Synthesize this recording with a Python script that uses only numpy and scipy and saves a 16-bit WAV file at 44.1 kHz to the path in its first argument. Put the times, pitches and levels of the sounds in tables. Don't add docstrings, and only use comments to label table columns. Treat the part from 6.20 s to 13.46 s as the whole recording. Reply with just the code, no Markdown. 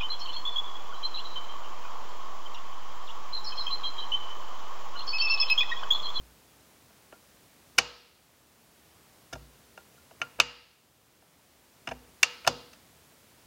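import sys
import numpy as np
from scipy import signal
from scipy.fft import rfft, irfft
from scipy.io import wavfile
from scipy.ndimage import uniform_filter1d, minimum_filter1d

SR = 44100
rng = np.random.default_rng(int(sys.argv[2]) if len(sys.argv) > 2 else 0)


def master(y):
    cut = np.clip(np.atleast_2d(y).T, -1, 1)
    pcm = np.round(cut * 32767)
    wavfile.write(sys.argv[1], SR, pcm.astype(np.int16))


def ratio(d):
    e = np.asarray(d, float) / 20
    return 10 ** e


N = 320210
TAIL = 30000


def ring(modes, scatter_db, force, detune=0.0057):
    hz, db, t60 = np.transpose(modes)[:, :, None]
    luck = rng.standard_normal((2, len(modes), 1))
    sign = (-1) ** np.arange(len(modes))[:, None]
    t = np.arange(TAIL) / SR
    strength = sign * ratio(db + scatter_db * luck[0])
    swing = np.sin(2 * np.pi * hz * (1 + detune * luck[1]) * t)
    impulse_response = np.sum(strength * swing * 1000 ** (-t / t60), axis=0)
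    y = signal.fftconvolve(impulse_response, force)[:TAIL]
    return y / np.sqrt(np.sum(y[:500] ** 2))


def add(track, x, s, db):
    i = int(s * SR)
    x = x[:N - i]
    track[i:i + len(x)] += x * ratio(db) / np.max(np.abs(x))


def colour(x, points):
    hz, db = np.transpose(points)
    f = np.maximum(np.arange(len(x) // 2 + 1) * SR / len(x), 1)
    return irfft(rfft(x) * ratio(np.interp(np.log(f), np.log(hz), db)), len(x))


def chatter(ms):
    t = np.arange(1024) / SR / (ms / 1000)
    luck = rng.standard_normal((2, 1024))
    swell = t ** 1.25 * np.exp(-2.5 * t ** 1.1)
    contacts = luck[0] * ratio(1.5 * luck[1]) * swell
    spectrum = rfft(contacts)
    return irfft(spectrum / np.abs(spectrum) ** 0.5) * np.sqrt(swell)


def struck_parts(force, frame_db, lever_db, gears_db):
    # (frequency [Hz], level [dB], t60 [s])
    frame_modes = [(460, -4.5, 0.026), (610, 2.5, 0.04), (676, 7.5, 0.043), (783, -2, 0.074),
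                   (939, -1.5, 0.03)]
    lever_modes = [(1301, 2.2, 0.012), (1424, 1, 0.035), (1420, 5, 0.02), (1736, 7.6, 0.013)]
    plate_modes = [(1885, 1, 0.016), (2297, 4, .014), (2556, 1.5, 0.027), (2766, 3, 0.027),
                   (2990, -4, 0.036)]
    gear_modes = [(3562, 2, 0.02), (4370, -5, .015), (4407, -2, 0.02), (5220, 3, 0.018), (5337, -2, 0.023),
                  (5670, -2, 0.011), (6184, 2.5, 0.02), (6320, 9.5, 0.0026), (7120, -15, 0.028),
                  (8510, -16.5, 0.022), (11060, -13, 0.013), (12800, -11, .016)]
    plate = ring(plate_modes, 2.2, force)
    frame = ratio(frame_db) * ring(frame_modes, 3.2, force)
    lever = ratio(lever_db) * ring(lever_modes, 4.5, force)
    gears = ratio(gears_db) * ring(gear_modes, 0.8, force)
    return plate + frame + lever + gears


def casting_ring(db, frame_db, gears_db):
    # (frequency [Hz], level [dB], t60 [s])
    casting_modes = [(484, 5.5, .55), (896, -4, .57), (1276, -4.5, 0.62), (1320, -8.5, 0.74),
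                     (2525, -8, 0.44), (2933, -8, 0.35), (2700, -13, 0.3), (2815, -4.5, 0.4),
                     (2804, -5, .62), (2900, -4.5, 0.49), (2805, -6, .55), (4310, -11.5, .35),
                     (4820, -6, .45), (5070, -10, 0.36)]
    casting = ratio(-25 + 0.1 * db) * ring(casting_modes, 1.5, np.hanning(5), detune=0.0025)
    tilt = [(500, 4.5 + 0.4 * frame_db), (1200, 0.0021), (2800, -0.25 * frame_db),
            (5000, 0.72 * gears_db + 3.5)]
    return colour(casting, tilt)


def blow(db, ms, frame_db, gears_db):
    broad_hz = [250, 750, 1450, 2600, 3300, 7300, 9500]
    lever_db = -0.5 + 0.33 * frame_db
    force = chatter(ms)
    body = struck_parts(force, frame_db, lever_db, gears_db)
    body = body + np.sqrt(np.sum(body ** 2)) * casting_ring(db, frame_db, gears_db)
    crack = np.diff(force, prepend=0)
    crack_db = 1.5 * gears_db - 16
    body[:len(crack)] += ratio(crack_db) * crack / np.sqrt(np.sum(crack ** 2))
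    broad_db = [1.1 * frame_db + 7, 0.77 * frame_db - 3.5, lever_db, 0,
                gears_db + 0.5, gears_db - 8, gears_db - 14]
    answer = colour(shop_answer(), list(zip(broad_hz, broad_db)))
    return (body + answer)[:TAIL - 2000]


def lever_blows():
    # (time [s], peak before tone shaping [dB], chatter time scale [ms],
    # dullness = frame against notch plate [dB], gears against notch plate [dB])
    strikes = [(0.924, -34, 1.9, 11.5, -18), (1.579, -12.5, 8, -18, -9.5), (1.584, 1, 2.37, -7.5, -5),
               (3.127, -24, 9.2, 5.5, -0.5), (3.152, -33, 6, 14, -3), (3.575, -34, 2.5, 7, -12),
               (4.015, -16.5, 2.6, -10.5, -16), (4.186, -29, 10.4, 9.5, -30), (4.2002, 2, 0.64, -15.5, -9),
               (5.672, -21.5, 4, 0, -13.5), (5.688, -25.5, 1.4, -2.5, -8.5),
               (5.7097, -22.5, 9.5, 10.5, -10.5), (6.029, -4.5, 3.74, -18, -8), (6.245, -31, 4.9, 2, -17),
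               (6.265, -20.5, 4.4, 2, -6), (6.274, -6, 2.4, 6.5, 0), (6.53, -45, 4.4, -3, -3.5)]
    # (time [s], peak before tone shaping [dB])
    slack_ticks = [(0.704, -48), (3.909, -40.5), (3.999, -46.5), (5.021, -46.5), (6.919, -47)]
    out = np.zeros(N)
    dull_ticks = [(s, db, 3.3, 14, -12.5) for s, db in slack_ticks]
    for s, db, ms, frame_db, gears_db in strikes + dull_ticks:
        add(out, blow(db, ms, frame_db, gears_db), s, db)
    return out


def handle_pings():
    # (time [s], peak before tone shaping [dB])
    ping_events = [(0.9275, -49.5), (3.1268, -39), (3.576, -45), (3.7785, -56), (4.0175, -28.5),
                   (6.0295, -36.5)]
    # (frequency [Hz], level [dB], t60 [s])
    handle_modes = [(1400, 1, 0.11), (1360, -19.5, 0.31), (1550, -17, 0.12)]
    out = np.zeros(N)
    for s, db in ping_events:
        add(out, ring(handle_modes, 0.8, np.hanning(16), detune=0.0015), s, db)
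    return out


def tumbler_lever():
    # (frequency [Hz], gain [dB])
    lever_tone = [(100, -27.5), (300, -12.5), (410, -11.5), (480, -3.5), (9000, 6), (14500, -1),
                  (15800, -5.5), (16900, -41)]
    return colour(lever_blows() + handle_pings(), lever_tone)


def bench():
    # (time [s], peak before the microphone [dB], panel against bench [dB])
    shakes = [(0.009, -44, -12), (1.585, -33.5, 3.5), (3.139, -37, -0.5), (3.169, -46, 12),
              (3.222, -47.5, -2), (4.012, -46.5, 11), (4.2, -32.5, 5), (5.686, -40, 9), (5.718, -39.5, 3),
              (6.027, -56, 3), (6.277, -32.5, 9)]
    # (frequency [Hz], level [dB], t60 [s])
    bench_modes = [(58.3, 9.5, 0.54), (79, -5.5, 0.17)]
    panel_modes = [(107, -4, 0.28), (143, -2, 0.39), (202, -7, 0.14), (251.5, -4, 0.48), (356, 1, 0.11)]
    out = np.zeros(N)
    for s, db, panel_db in shakes:
        heavy = ring(bench_modes, 3.0, np.hanning(420))
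        panel = ratio(panel_db) * ring(panel_modes, 0.57, np.hanning(100))
        add(out, heavy + panel, max(s - 0.008, 0), db)
    return out


def shop_answer():
    # (frequency [Hz], t60 [s])
    echo_decay = [(300, 0.52), (1000, 0.5), (3000, 0.78), (5000, 0.76), (6500, 0.39), (9000, 0.08)]
    # (frequency [Hz], gain [dB])
    echo_colour = [(300, -25.5), (1000, -28), (2000, -42.5), (3000, -41.5), (4500, -37), (7000, -38),
                   (8300, -45)]
    t = np.arange(TAIL) / SR
    hz, t60 = np.transpose(echo_decay)
    half_band = 2 ** 0.25
    rattle_fade = ratio(20.0) * 1000 ** (-t / 0.057)
    echo = 0
    for f in 200 * 2 ** np.arange(0, 6, 0.5):
        edges = [f / half_band, f * half_band]
        sos = signal.butter(2, edges, "bandpass", fs=SR, output="sos")
        band = signal.sosfilt(sos, rng.standard_normal(TAIL))
        echo_fade = 1000 ** (-t / np.interp(np.log(f), np.log(hz), t60))
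        echo = echo + band * (echo_fade + rattle_fade)
    onset = 1 - np.exp(-(t / 0.002) ** 2)
    return colour(echo * onset, echo_colour)


def hiss():
    # (frequency [Hz], relative density [dB per Hz])
    hiss_colour = [(15, -56), (25, -24.5), (44, -7.5), (70, 0), (108, 0), (145, -0.5), (439, -4),
                   (1100, -8), (1330, -9.5), (14800, -17), (15850, -15.5), (16100, -50)]
    # (frequency [Hz], rms level [dB])
    whine_tones = [(15100, -85)]
    hiss_db = -59.5
    noise = colour(rng.standard_normal(N), hiss_colour)
    t = np.arange(N) / SR
    whine = sum(ratio(db) * np.sqrt(2) * np.sin(2 * np.pi * f * t) for f, db in whine_tones)
    return noise * ratio(hiss_db) / np.std(noise) + whine


def scene():
    # (frequency [Hz], gain [dB])
    mic_response = [(25, -30.5), (48, -15), (62, 0)]
    return (colour(tumbler_lever() + bench(), mic_response) + hiss())[None]


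def limiter(mix):
    limit_db, hold_s, release_db_per_s = -3.3, 0.071, 4.5
    lookahead = 60
    over = np.maximum(20 * np.log10(np.abs(mix[0]) + 1e-9) - limit_db, 0)
    hold = int(hold_s * SR)
    over = -minimum_filter1d(-over, hold, origin=(hold - 1) // 2 - lookahead)
    slope = release_db_per_s * np.arange(N) / SR
    cut_db = np.maximum.accumulate(over + slope) - slope
    return mix * ratio(-uniform_filter1d(cut_db, lookahead))


def roll_off(x):
    return signal.sosfilt(signal.butter(12, 16650, fs=SR, output="sos"), x)


def record(dry):
    finished_mix = limiter(dry)
    return roll_off(finished_mix)


dry = scene()
out = record(dry)
master(out)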